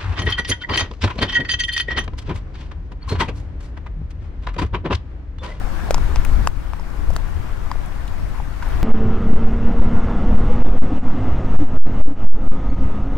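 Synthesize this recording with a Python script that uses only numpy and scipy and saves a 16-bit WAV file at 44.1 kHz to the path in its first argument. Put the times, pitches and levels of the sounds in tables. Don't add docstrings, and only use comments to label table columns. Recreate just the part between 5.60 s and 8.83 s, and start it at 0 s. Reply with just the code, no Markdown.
import sys
import numpy as np
from scipy import signal
from scipy.fft import rfft, irfft, next_fast_len
from scipy.io import wavfile
from scipy.ndimage import uniform_filter1d, map_coordinates

SR = 44100
rng = np.random.default_rng(int(sys.argv[2]) if len(sys.argv) > 2 else 0)


def amplitude_ratio(level_db):
    exponent = np.asarray(level_db, float) / 20
    return 10 ** exponent


def output_pcm(signal):
    pcm = np.clip(np.atleast_2d(signal).T, -1, 1) * 32767
    wavfile.write(sys.argv[1], SR, np.round(pcm).astype(np.int16))


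N = 142443


def unit(x):
    return x / np.sqrt(np.mean(x ** 2) + 1e-20)


def along(points, hz):
    f, v = np.transpose(points)
    return np.interp(np.log(hz + 1), np.log(f + 1), v)


def curves(rows):
    s, *cols = np.transpose(rows)
    return [np.interp(np.arange(N) / SR, s, c) for c in cols]


def wobble(rate):
    knots = rng.standard_normal(int(N * rate / SR) + 4)
    return map_coordinates(knots, [np.arange(N) * rate / SR])


def filtered(x, response):
    m = next_fast_len(x.shape[-1] + 8192)
    spectrum = rfft(x, m) * response(np.fft.rfftfreq(m, 1 / SR))
    return irfft(spectrum, m)[..., :x.shape[-1]]


def sides(db):
    return amplitude_ratio(np.array([db / 2, -db / 2]))


def add_at(out, s, sound):
    start = round(s * SR)
    out[:, start:start + sound.shape[1]] += sound


def rush(spectrum, alike, patchy_db):
    z = signal.stft(rng.standard_normal((2, N)), nperseg=512)[2]
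    field = uniform_filter1d(rng.standard_normal(z.shape[1:]), 6, 0)
    field = uniform_filter1d(field, 10, 1)
    pair = signal.istft(z * amplitude_ratio(patchy_db * unit(field)), nperseg=512)[1][:, :N]

    def mid_side(hz):
        turn = np.arccos(along(alike, hz)) / 2
        return amplitude_ratio(along(spectrum, hz)) * [np.cos(turn), np.sin(turn)]

    mid, side = filtered(pair, mid_side)
    return unit(np.array([mid + side, mid - side]))


def wash():
    # f/Hz, level per Hz/dB
    wash_spectrum = [(88, -31), (150, -4.5), (339, -4), (374, -10), (1050, -10), (1640, -14), (3170, -26),
                     (9600, -36.5), (15600, -40.5)]
    # f/Hz, left-right likeness
    likeness = [(60, 0.82), (130, 0.031), (290, -0.56), (640, 0.12), (1410, 0.34), (3100, -0.064),
                (6820, 0.16), (15000, 0.22)]
    # f/Hz, left over right/dB
    balance = [(60, -5), (180, 3.5), (550, 1), (1650, 5.5), (4970, 5.5), (15000, 0)]
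    noise = rush([(60, -34)] + wash_spectrum, likeness, patchy_db=1.14)
    noise = filtered(noise, lambda hz: sides(along(balance, hz)) * (hz < 15750))
    level_db = -33.5 + 0.16 * wobble(3.4) + 0.43 * wobble(15)
    return amplitude_ratio(level_db) * noise


def buffet():
    # t/s, left level/dB, right level/dB
    gusts = [(0, -17.5, -27), (.2, -19, -33), (.31, -16, -21.5), (.38, -12, -20), (.52, -15.5, -24),
             (.59, -11.5, -15), (.64, -17.5, -27.5), (.72, -11.5, -19), (.86, -11, -20), (1.3, -16.5, -29),
             (1.51, -7, -13.5), (1.6, -12.5, -22), (2.05, -13.5, -23), (2.14, -12.5, -24),
             (2.45, -16, -24.5), (2.62, -12.5, -19), (2.98, -17.5, -27.5), (3.17, -8.5, -16)]
    # f/Hz, level per Hz/dB
    rumble = [(2.4, -31), (4.0, -3), (27, -2), (70, -9), (134, -21.5), (247, -30.5), (369, -35), (500, -43),
              (650, -46.5), (1100, -120)]
    # f/Hz, left-right likeness
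    port_likeness = [(25, 0.65), (60, 0.39), (130, 0.15), (290, -0.58)]
    even, even_s = 0.57, 0.1
    eddies = rush(rumble + [(1200, -74)], port_likeness, patchy_db=1)
    power = uniform_filter1d(eddies ** 2, round(even_s * SR / 2))
    power = uniform_filter1d(power, round(even_s * SR))
    strength = np.sqrt(np.abs(power) + 1e-3)
    return amplitude_ratio(np.array(curves(gusts))) * unit(eddies / strength ** even)


def knock(t, hz, cycles):
    u = t * hz
    rise = 1 - np.exp(-(u / 0.71) ** 2)
    wave = -rise * np.exp(-3 * u / cycles) * np.sin(2 * np.pi * u)
    return wave / np.abs(wave).max(-1, keepdims=True)


def crackle():
    per_s, floor_db, spread_db, low_hz = 90, -46, 12.5, 1250
    out, t = np.zeros((2, N + SR)), np.arange(512) / SR
    draw = rng.random((400, 4))
    times = np.cumsum(-np.log(1 - draw[:, 0])) / per_s
    hz = low_hz * 2 ** (2.53 * (draw[:, 1:2] - .4))
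    waves = knock(t, hz, 1.65) * amplitude_ratio(floor_db + spread_db * draw[:, 2:3])
    for s, wave, place in zip(times[times < N / SR], waves, draw[:, 3]):
        add_at(out, s, sides(12 * place - 3)[:, None] * wave)
    return out[:, :N]


def knocks():
    # t/s, peak level/dB,
    # f/Hz, life/cycles, left over right/dB
    slabs = [(.014, -30, 747, 13, 1), (.07, -32.5, 760, 14, -4), (.286, -27.5, 743, 11, 0),
             (0.3079, -20, 1200, 3.3, 5), (0.3088, -24, 1550, 4.5, 4), (0.35, -36, 4900, 40, 4),
             (.513, -28, 1140, 3.6, 1.5), (0.5693, -32, 2620, 8, 3), (1.5658, -26.5, 620, 1.9, 7),
             (1.5638, -23.5, 2900, 3.6, 8), (2.102, -32, 860, 8, 1), (2.115, -33.5, 3300, 6, 5),
             (2.4795, -40, 3740, 30, 4), (0.3068, -9.5, 563, 2.9, 6.5), (0.3442, -12.5, 900, 2.4, 4.5),
             (.381, -19.5, 910, 1.8, 3), (0.5597, -17, 960, 1.4, 5), (0.6502, -26, 1360, 4.7, 8),
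             (0.8731, -6, 1070, 2.7, 4), (1.134, -21, 1035, 2.8, 6.5), (1.196, -31.5, 900, 8, -10),
             (1.5035, -23, 630, 2.8, 7), (1.5633, -18, 1150, 1, 4), (2.1553, -29.5, 720, 3, -4),
             (2.116, -24.5, 1760, 4.6, 6), (3.024, -24.5, 1490, 10, 0), (3.027, -29, 960, 19, -5),
             (.3078, -19.5, 2440, 6.8, 4), (0.8733, -17, 2680, 6.1, 9), (1.1346, -34, 2400, 5.1, 6),
             (.5597, -24, 2600, 7.5, 5), (0.6497, -30, 2530, 8, 10), (2.1156, -30.5, 4900, 19, 5),
             (.3445, -22.5, 5000, 3.8, 13), (.3445, -21, 2400, 3, 6),
             (.193, -33, 750, 8, 1.5), (.5598, -28, 1600, 3, 4), (1.5642, -27, 4750, 6, 5),
                   (1.5645, -28, 5860, 12, 4), (2.479, -42, 2940, 20, 5), (2.746, -34, 990, 6, 1),
                   (2.781, -33, 980, 9.3, .6), (2.786, -40, 2440, 14, 1.1), (3.031, -34, 2070, 10, 0),
                   (3.4, -34, 1000, 8.7, 2.1), (3.068, -32, 850, 16, 2.1), (2.8, -30, 860, 6.9, 1.1),
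                   (3.128, -40, 3100, 40, 1.1), (2.8, -28, 830, 7, 1.1),
             (.8732, -16, 1550, 3, 4),
        (2.1142, -20, 1035, 5, 5),
        (2.1152, -19.5, 1035, 4, 5),
    ]
    out, t = np.zeros((2, N + SR)), np.arange(2048) / SR
    for s, db, hz, cycles, pan_db in slabs:
        add_at(out, s, amplitude_ratio(db + 2) * sides(pan_db)[:, None] * knock(t, hz, cycles))
    return out[:, :N]


def snaps():
    # t/s, peak level/dB, centre f/Hz, t60/s, width/octaves
    splinters = [(.3078, -10.5, 5050, 0.015, 0.88), (0.313, -23, 8000, .015, 0.56),
                 (0.3437, -12, 5400, .014, 0.44), (0.3454, -21.5, 12000, 0.013, 0.59),
                 (0.3803, -23.5, 5370, .006, 0.88), (0.5587, -16, 4500, 0.0045, 0.63),
                 (0.649, -14, 11500, 0.006, 0.62), (.650, -21.5, 2600, 0.0084, 1.1),
                 (0.857, -34, 11000, .03, .3), (0.8726, -11.5, 6400, .008, 0.6),
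                 (1.134, -32.5, 6000, 0.0085, 0.86), (1.197, -34.5, 5770, 0.012, 0.27),
                 (1.303, -37.5, 5500, .01, .4), (1.4894, -42, 10000, .015, .06),
                 (1.504, -25.5, 9000, 0.0082, 0.9), (1.536, -29, 8000, 0.0072, 0.91),
                 (1.5565, -29, 8000, 0.01, 0.72), (1.5638, -14, 5570, 0.011, 1.1),
                 (2.1143, -23.5, 4200, 0.011, 1.5), (2.26, -33, 9030, 0.015, .35),
                 (2.479, -40, 3100, 0.03, .35), (2.477, -31.5, 8730, .02, 0.66)]
    # t/s, peak level/dB, centre f/Hz,
    # t60/s,
    scrapes = [
        (.8826, -28, 10000, .012, .6),
        (3.0251, -30, 3700, .065, .99),
        (3.0861, -34, 10500, .01, .33),
        (.2251, -24, 240, .41, 1.01),
        (2.6001, -37, 1100, .24, .68),
        (3.0561, -27, 1100, .3, .7),
        (2.7451, -32, 1400, .2, .73),
        (3.1221, -29, 950, .5, .9),
        (.4901, -25, 320, .34, .51),
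    ]
    rise_s, click = .0003, 3.82
    tail_db, tail_t60_s = -10, 0.026
    alike, apart_hz = 0.83, 10900
    lead_s = .005
    out, t = np.zeros((2, N + SR)), np.arange(8192) / SR - lead_s
    after = np.maximum(t, 0)
    rise = 1 - np.exp(-after / rise_s)
    tail = amplitude_ratio(tail_db - 60 * after / tail_t60_s)
    splinter_db, scrape_db = 1.5, 2
    placed = [(row, splinter_db) for row in splinters] + [(row, scrape_db) for row in scrapes]
    for (s, db, hz, t60, octaves), pan_db in placed:
        shape = rise * (amplitude_ratio(-60 * after / t60) + tail)
        burst = rng.standard_normal((3, len(t))) * shape
        burst[0, shape.argmax()] -= click

        def band(f):
            share = alike / (1 + (f / apart_hz) ** 6)
            split = np.sqrt([share, 1 - share, 1 - share])
            bell = np.exp(-.5 * (np.log2((f + 1) / hz) / octaves) ** 2)
            return split * np.sqrt(hz / (f + hz / 4)) * bell

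        common, *own = filtered(burst, band)
        tone = common + np.array(own)
        tone = tone / np.abs(tone).max()
        add_at(out, s - lead_s, amplitude_ratio(db - 1.5) * sides(pan_db)[:, None] * tone)
    return out[:, :N]


def shoves():
    # t/s, peak level/dB, half width/s, left over right/dB
    pushes = [
        (.379, -13, 0.0096, 2),
        (.463, -15, 0.0076, 8),
        (.592, -5, 0.0082, 5.5),
        (.733, -12, 0.0055, 14),
        (1.49, -7, 0.011, 12),
    ]
    # t/s, peak level/dB, half width/s, left over right/dB
    pulls = [
        (.362, -12.5, 0.012, 6),
        (.695, -9, 0.01, 6.7),
        (.803, -12, 0.0061, 6),
        (1.525, -5, 0.0074, 7),
    ]
    t, out = np.arange(N) / SR, np.zeros((2, N))
    for rows, way in ((pushes, 1), (pulls, -1)):
        for s, db, half_s, pan_db in rows:
            u = (t - s) / half_s
            pulse = (1 - 0.35 * u ** 2) * np.exp(-u ** 2 / 2)
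            out += way * amplitude_ratio(db) * sides(pan_db)[:, None] * pulse
    return out


def scene():
    # t/s, level/dB
    surge = [(0, -1.5), (.3, 0.5), (.55, 0), (.87, -1), (1.6, 1.5), (2.7, 0.5), (2.78, 1), (2.9, 0),
             (3.025, 1), (3.06, 3.5), (3.14, 4), (3.23, 3.5)]
    lag_s, duck_s, duck_db, back_db_per_s = .000045, .874, -6.5, 0.84
    t = np.arange(N) / SR
    gain_db = (t > duck_s) * (duck_db + back_db_per_s * (t - duck_s))
    push_db, = curves(surge)
    lag = lambda hz: np.exp(1j * np.pi * hz * lag_s * np.array([[1], [-1]]))
    near = filtered(knocks() + snaps(), lag)
    far = amplitude_ratio(push_db) * wash() + amplitude_ratio(2.05 * push_db) * crackle()
    wind = buffet() + shoves()
    return near + amplitude_ratio(gain_db) * (far + wind)


def roll_off(x):
    return signal.sosfilt(signal.butter(12, 15850, fs=SR, output="sos"), x)


def record(dry):
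    limited = dry / (1 + np.abs(dry / .99) ** 12) ** (1 / 12)
    mix = filtered(limited, lambda hz: hz < 16450)
    return roll_off(mix)


dry = scene()
out = record(dry)
output_pcm(out)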